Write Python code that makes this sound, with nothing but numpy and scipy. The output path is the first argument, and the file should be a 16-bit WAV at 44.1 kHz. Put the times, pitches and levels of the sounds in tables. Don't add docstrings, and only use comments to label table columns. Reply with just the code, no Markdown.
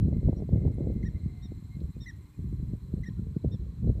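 import sys
import numpy as np
from scipy import signal
from scipy.fft import rfft, irfft
from scipy.io import wavfile
from scipy.ndimage import uniform_filter1d

SR = 44100
rng = np.random.default_rng(int(sys.argv[2]) if len(sys.argv) > 2 else 0)


def digitize_waveform(pressure):
    field = np.atleast_2d(pressure).T
    bounded = np.clip(field, -1, 1)
    quanta = np.round(bounded * 32767).astype(np.int16)
    wavfile.write(sys.argv[1], SR, quanta)


N = 176400

# (time [s], rumble level [dB], flutter level [dB])
WIND = [(0, -28, -56), (.04, -23, -47.5), (.10, -30.5, -43.5), (.16, -25.5, -50), (.21, -33, -55),
        (.27, -22.5, -42.5), (.34, -32.5, -51), (.42, -35.5, -44.5), (.47, -38.5, -73), (.54, -23, -33.5),
        (.60, -30, -49), (.67, -24, -35.5), (.75, -36, -55), (.83, -30, -42.5), (1.02, -33, -51),
        (1.19, -33, -57.5), (1.27, -33.5, -64), (1.35, -43.5, -67.5), (1.47, -40, -72), (1.73, -44, -80),
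        (1.81, -33.5, -53), (1.88, -34, -62), (1.93, -49, -81), (2.0, -37.5, -60), (2.07, -47.5, -81),
        (2.18, -43.5, -66.5), (2.33, -57.5, -70.5), (2.41, -36.5, -69), (2.53, -34, -69), (2.75, -37, -57),
        (2.80, -48, -72), (2.84, -40.5, -74), (2.91, -40, -57.5), (3.0, -31, -53.5), (3.05, -41.5, -68),
        (3.17, -36, -66), (3.31, -37.5, -64.5), (3.42, -48, -66), (3.46, -27.5, -57.5), (3.54, -32, -48),
        (3.57, -43.5, -73), (3.63, -31.5, -57), (3.76, -44.5, -68.5), (3.89, -20.5, -43.5),
        (3.94, -36.5, -60), (3.98, -29, -44.5), (4.0, -39.5, -52)]
# (frequency [Hz], relative level [dB])
RUMBLE_SPECTRUM = [(20, -34.5), (32, -19), (50, 4), (105, 2.5), (180, -4.5), (260, -16), (400, -28.5),
                   (800, -77.5), (2500, -115)]
# (frequency [Hz], relative level [dB])
FLUTTER_SPECTRUM = [(100, -23.5), (200, -1.5), (300, 0.5), (420, -2.5), (620, -14), (800, -26.5),
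                    (1200, -45.5), (2500, -66), (7000, -100)]
RUMBLE_TRIM_DB, FLUTTER_TRIM_DB = 2, 0.5
RUMBLE_PATCHY_DB, FLUTTER_PATCHY_DB = 5, 3.5

# (frequency [Hz], relative level [dB])
AIR_SPECTRUM = [(60, 19), (300, 6.5), (600, -9), (800, 3.5), (1050, 9), (1300, 1.5), (1700, 1), (2400, -1),
                (2900, -5.5), (3400, -3), (4800, -8.5), (6400, -8), (7600, -6.5), (8700, -6.5), (9900, -7),
                (10450, -11), (11200, -5.5), (15000, -7.5)]
AIR_DB = -67.5
# (time [s], level [dB])
HISS = [(0.0, -83), (1.21, -83), (1.54, -81.5), (1.71, -80.5), (2.96, -80.5), (3.63, -84), (4.0, -82.5)]
HISS_TRIM_DB, HISS_FROM_HZ = 1.5, 8600
TOP_HZ = 15250
# (time [s], level [dB])
WHINE = [(0, -96), (.13, -75), (.45, -83.5), (.57, -75), (.95, -77.5), (1.25, -74), (1.55, -78),
         (1.73, -88), (1.95, -83), (2.25, -80), (2.6, -86.5), (4, -99)]
WHINE_HZ, WHINE_WIDTH_HZ = 2091, 44
WHINE_SKIRT_DB, WHINE_SKIRT_WIDTH_HZ = -2.5, 480
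# (centre time [s], half length [s], pitch [Hz], peak level [dB])
HUMS = [(1.38, 0.15, 719, -71), (1.704, 0.074, 730, -77), (2.23, 0.25, 300, -64), (2.873, 0.049, 384, -59),
        (3.27, .05, 440, -60)]
HUM_WAVER = 0.012

# (time [s], level [dB])
CRICKETS = [(0, -79), (.7, -80.5), (1.2, -75.5), (1.75, -75), (2.2, -81), (3.0, -77.5), (4, -79.5)]
CRICKET_HZ, CRICKET_WIDTH_HZ, CRICKET_PATCHY_DB = 4075, 390, 2
# (start pitch [Hz], end pitch [Hz], width [Hz], pulse rate [1/s], level [dB], loudest time [s])
INSECTS = [(7560, 7260, 380, 15.5, -82, 1.8), (8280, 7950, 440, 16.5, -83.5, 2.5),
           (7950, 7450, 600, 15.9, -82, 1.7)]
INSECT_FADE_DB_PER_S, INSECT_PATCHY_DB = 5, 0.5

# (time [s], peak level [dB], top of the thump [Hz])
THUMPS = [(.025, -15, 189), (0.056, -21.5, 220), (0.082, -20.5, 375), (.128, -20, 416),
          (.165, -19.5, 207.4), (0.23, -26.5, 428), (.252, -19.5, 169), (.286, -21.5, 518),
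          (0.293, -13, 306), (.329, -28.5, 597), (.369, -23, 302), (0.402, -29, 435), (0.422, -23, 450),
          (0.491, -27, 504), (0.529, -17.5, 250), (0.558, -17.5, 380), (.652, -24, 498), (.678, -26, 530),
          (.783, -24, 420), (0.807, -20.5, 430), (.871, -22, 447), (0.901, -26.5, 470), (1.036, -23.5, 260),
          (1.258, -21.5, 203), (1.453, -31, 245), (1.52, -32, 426), (1.624, -33.5, 248), (1.767, -27, 208),
          (1.816, -25.5, 287), (1.966, -33, 328), (2.389, -28.5, 262), (2.442, -27, 202), (2.527, -27, 260),
          (2.598, -34, 290), (2.628, -25.5, 230), (2.714, -40, 296), (2.734, -23, 294), (2.938, -19.5, 276),
          (2.977, -33, 287), (2.998, -20, 110.3), (3.085, -26, 259), (3.193, -21, 236), (3.268, -27.5, 260),
          (3.365, -16.5, 268.5), (3.446, -17, 417), (3.457, -20, 190), (3.542, -25, 243),
          (3.843, -29.5, 416), (3.874, -24, 396), (3.890, -16, 190), (3.899, -20, 358)]
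PORT_HZ, THUMP_SHAPE = 88, 1.355
RING_HZ, RING_Q, RING_DB = 158, 2.2, -3.5
WAKE_DB, WAKE_S, WAKE_LATE_S = -18, 0.007, 0.0025

# (time [s], length [s], top pitch [Hz], second harmonic level [dB], third harmonic level [dB])
FAR_BARKS = [(0.359, 0.048, 1910, -91, -68.5), (1.419, 0.06, 1905, -57.5, -62.5),
             (2, 0.061, 1870, -56, -56.5), (3.511, 0.053, 1850, -58, -64.5)]
FAR_SAG, FAR_DROP = 0.085, 0.05
FAR_SWELL, FAR_SKEW = 1.46, 0.8
FAR_FIRST_DB, FAR_FOURTH_DB = -15, -23.5
FAR_RASP_DB, NEAR_RASP_DB, RASP_HZ = -17, -28, 600
BARK_JITTER = 0.0079

# (time [s], centre [Hz], width [Hz], decay [s], level at the onset [dB])
TICKS = [(0.744, 9600, 1700, 0.0046, -67), (.937, 13000, 4000, .008, -71), (1.804, 3870, 2020, 0.0033, -59)]

# (time [s], length [s], top pitch [Hz], level [dB])
NEAR_NOTES = [(1.027, 0.014, 2084, -51), (1.044, .048, 1904, -49), (2.056, 0.034, 2045, -45),
              (2.071, 0.043, 1915, -43), (3.032, 0.018, 2058, -48), (3.049, 0.049, 1898, -47)]
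# (frequency [Hz], gain [dB])
NEAR_THROAT = [(1650, -5.5), (1900, 1), (2100, 3.5), (3200, 8), (3500, -28), (3800, -16), (4100, -17.5),
               (5200, -21), (5700, -11), (6100, -19), (7600, -29.5), (9500, -36)]
NEAR_SAG, NEAR_SWELL, NEAR_FLAT = 0.17, 1.3, 1.22

# (time [s], length [s], top pitch [Hz], peak level [dB])
PEEPS = [(1.146, 0.033, 2082, -60), (1.701, 0.076, 2150, -64.5), (1.938, .04, 2500, -74),
         (2.32, 0.045, 2470, -74), (3.097, .04, 1045, -68), (3.168, .04, 1400, -69),
         (3.34, 0.041, 1460, -72), (3.68, 0.057, 1087, -72)]
PEEP_SAG = 0.04
FIELD_DB, FIELD_T60_S = -19, 0.39


def undb(db):
    return 10 ** (np.asarray(db) / 20)


def times():
    return np.arange(N) / SR


def curve(rows, column=1):
    rows = np.array(rows)
    return undb(np.interp(times(), rows[:, 0], rows[:, column]))


def gain_at(hz, points):
    points = np.array(points)
    return undb(np.interp(np.log(np.maximum(hz, 1)), np.log(points[:, 0]), points[:, 1]))


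def noise(shape):
    hz = np.arange(N // 2 + 1) * SR / N
    x = irfft(rfft(rng.standard_normal(N)) * shape(hz), N)
    return x / x.std()


def band(hz, width_hz):
    return noise(lambda f: 1 / (1 + np.abs(2 * (f - hz) / width_hz) ** np.pi))


def walk(rate_hz):
    return noise(lambda f: np.exp(-(f / rate_hz) ** 2))


def arch(start, length, skew=1):
    progress = np.clip((times() - start) / length, 0, 1)
    return 1 - (2 * progress ** skew - 1) ** 2


def cycles(hz):
    return 2 * np.pi * np.cumsum(hz * (1 + BARK_JITTER * walk(350))) / SR


def rasp(db):
    return 1 + undb(db) * walk(RASP_HZ)


def turbulence(spectrum, patchy_db, rate_hz):
    swirls = noise(lambda f: gain_at(f, spectrum)) * undb(patchy_db * walk(rate_hz))
    power = uniform_filter1d(uniform_filter1d(swirls ** 2, size=1800), size=1800)
    return swirls / np.sqrt(power)


def wind():
    rumble = turbulence(RUMBLE_SPECTRUM, RUMBLE_PATCHY_DB, 24) * curve(WIND)
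    flutter = turbulence(FLUTTER_SPECTRUM, FLUTTER_PATCHY_DB, 97) * curve(WIND, column=2)
    return rumble * undb(RUMBLE_TRIM_DB) + flutter * undb(FLUTTER_TRIM_DB)


def distance():
    air = undb(AIR_DB) * noise(lambda f: gain_at(f, AIR_SPECTRUM) * (f < HISS_FROM_HZ))
    high = noise(lambda f: gain_at(f, AIR_SPECTRUM) * (f >= HISS_FROM_HZ) * (f < TOP_HZ))
    hiss = undb(HISS_TRIM_DB) * curve(HISS) * high
    skirt = undb(WHINE_SKIRT_DB) * band(WHINE_HZ, WHINE_SKIRT_WIDTH_HZ)
    whine = (band(WHINE_HZ, WHINE_WIDTH_HZ) + skirt) * curve(WHINE)
    hums = np.zeros(N)
    for centre, half_length, hz, db in HUMS:
        tone = np.sin(cycles(hz * (1 + HUM_WAVER * walk(13.5))))
        hums += undb(db) * tone * np.exp(-((times() - centre) / half_length) ** 2)
    return air + hiss + hums + whine


def insects():
    out = band(CRICKET_HZ, CRICKET_WIDTH_HZ) * undb(CRICKET_PATCHY_DB * walk(50)) * curve(CRICKETS)
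    for first_hz, last_hz, width_hz, rate, db, loudest in INSECTS:
        stroke = np.sin(np.pi * np.cumsum(rate * (1 + 0.0091 * walk(3))) / SR) ** 2
        tone = np.sin(2 * np.pi * np.cumsum(np.linspace(first_hz, last_hz, N)) / SR)
        buzz = walk(width_hz / 2) * tone
        level_db = db - INSECT_FADE_DB_PER_S * np.abs(times() - loudest) + INSECT_PATCHY_DB * walk(9.4)
        out = out + 2 * undb(level_db) * stroke * buzz
    return out


def thumps():
    out = np.zeros(N)
    lead = 0.01
    t = np.arange(4000) / SR - lead
    port = signal.butter(4, PORT_HZ, "high", fs=SR, output="sos")
    for s, db, hz in THUMPS:
        push = np.exp(-(np.pi * hz * t - THUMP_SHAPE) ** 2)
        ring = signal.lfilter(*signal.iirpeak(RING_HZ, RING_Q, fs=SR), push)
        swing = signal.sosfilt(port, push + undb(RING_DB) * ring)
        start = int((s - lead) * SR)
        part = out[start:start + len(swing)]
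        part += undb(db) * swing[:len(part)] / np.abs(swing).max()
    return out


def wakes():
    bursts = np.zeros(N)
    for s, db, hz in THUMPS:
        swell = np.exp(-((times() - s - WAKE_LATE_S) / WAKE_S) ** 2)
        bursts += undb(db) * (hz / 400) ** 2 * swell
    return undb(WAKE_DB) * bursts * noise(lambda f: gain_at(f, FLUTTER_SPECTRUM))


def far_dog():
    out = np.zeros(N)
    for s, length, top_hz, second_db, third_db in FAR_BARKS:
        effort = arch(s, length, FAR_SKEW)
        progress = np.clip((times() - s) / length, 0, 1)
        phase = cycles(top_hz * (1 - FAR_SAG * (1 - effort) - FAR_DROP * progress ** 3))
        levels_db = [second_db + FAR_FIRST_DB, second_db, third_db, third_db + FAR_FOURTH_DB]
        voice = sum(undb(db) * np.sin(k * phase) for k, db in enumerate(levels_db, start=1))
        out += effort ** FAR_SWELL * rasp(FAR_RASP_DB) * voice
    return out


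def grass():
    t = times()
    out = np.zeros(N)
    for s, hz, width_hz, decay, db in TICKS:
        out += undb(db) * band(hz, width_hz) * (t > s) * np.exp(-np.abs(t - s) / decay)
    return out


def near_dog():
    hz, effort = np.zeros(N), np.zeros(N)
    for s, length, top_hz, db in NEAR_NOTES:
        shape = arch(s, length)
        hz = np.maximum(hz, top_hz * (1 - NEAR_SAG * (1 - shape)) * (shape > 0))
        effort = np.maximum(effort, undb(db) * np.tanh(NEAR_FLAT * shape ** NEAR_SWELL))
    phase = cycles(hz)
    voice = np.zeros(N)
    for k in range(1, 6):
        voice += gain_at(k * hz, NEAR_THROAT) * rasp(NEAR_RASP_DB) * np.sin(k * phase)
    return effort * voice


def peeps():
    out = np.zeros(N)
    for s, length, hz, db in PEEPS:
        shape = arch(s, length)
        out += undb(db) * shape * np.sin(cycles(hz * (1 - PEEP_SAG * (1 - shape))))
    return out


def field(calls):
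    tail = rng.standard_normal(N) * np.exp(-np.log(1000) * times() / FIELD_T60_S)
    return calls + undb(FIELD_DB) * signal.fftconvolve(calls, tail / np.linalg.norm(tail))[:N]


def scene():
    calls = field(far_dog() + near_dog() + peeps())
    mix = wind() + distance() + insects() + thumps() + wakes() + grass() + calls
    return mix[None]


def record(dry):
    return signal.sosfilt(signal.ellip(10, 0.2, 70, TOP_HZ, fs=SR, output="sos"), dry)


dry = scene()
out = record(dry)
digitize_waveform(out)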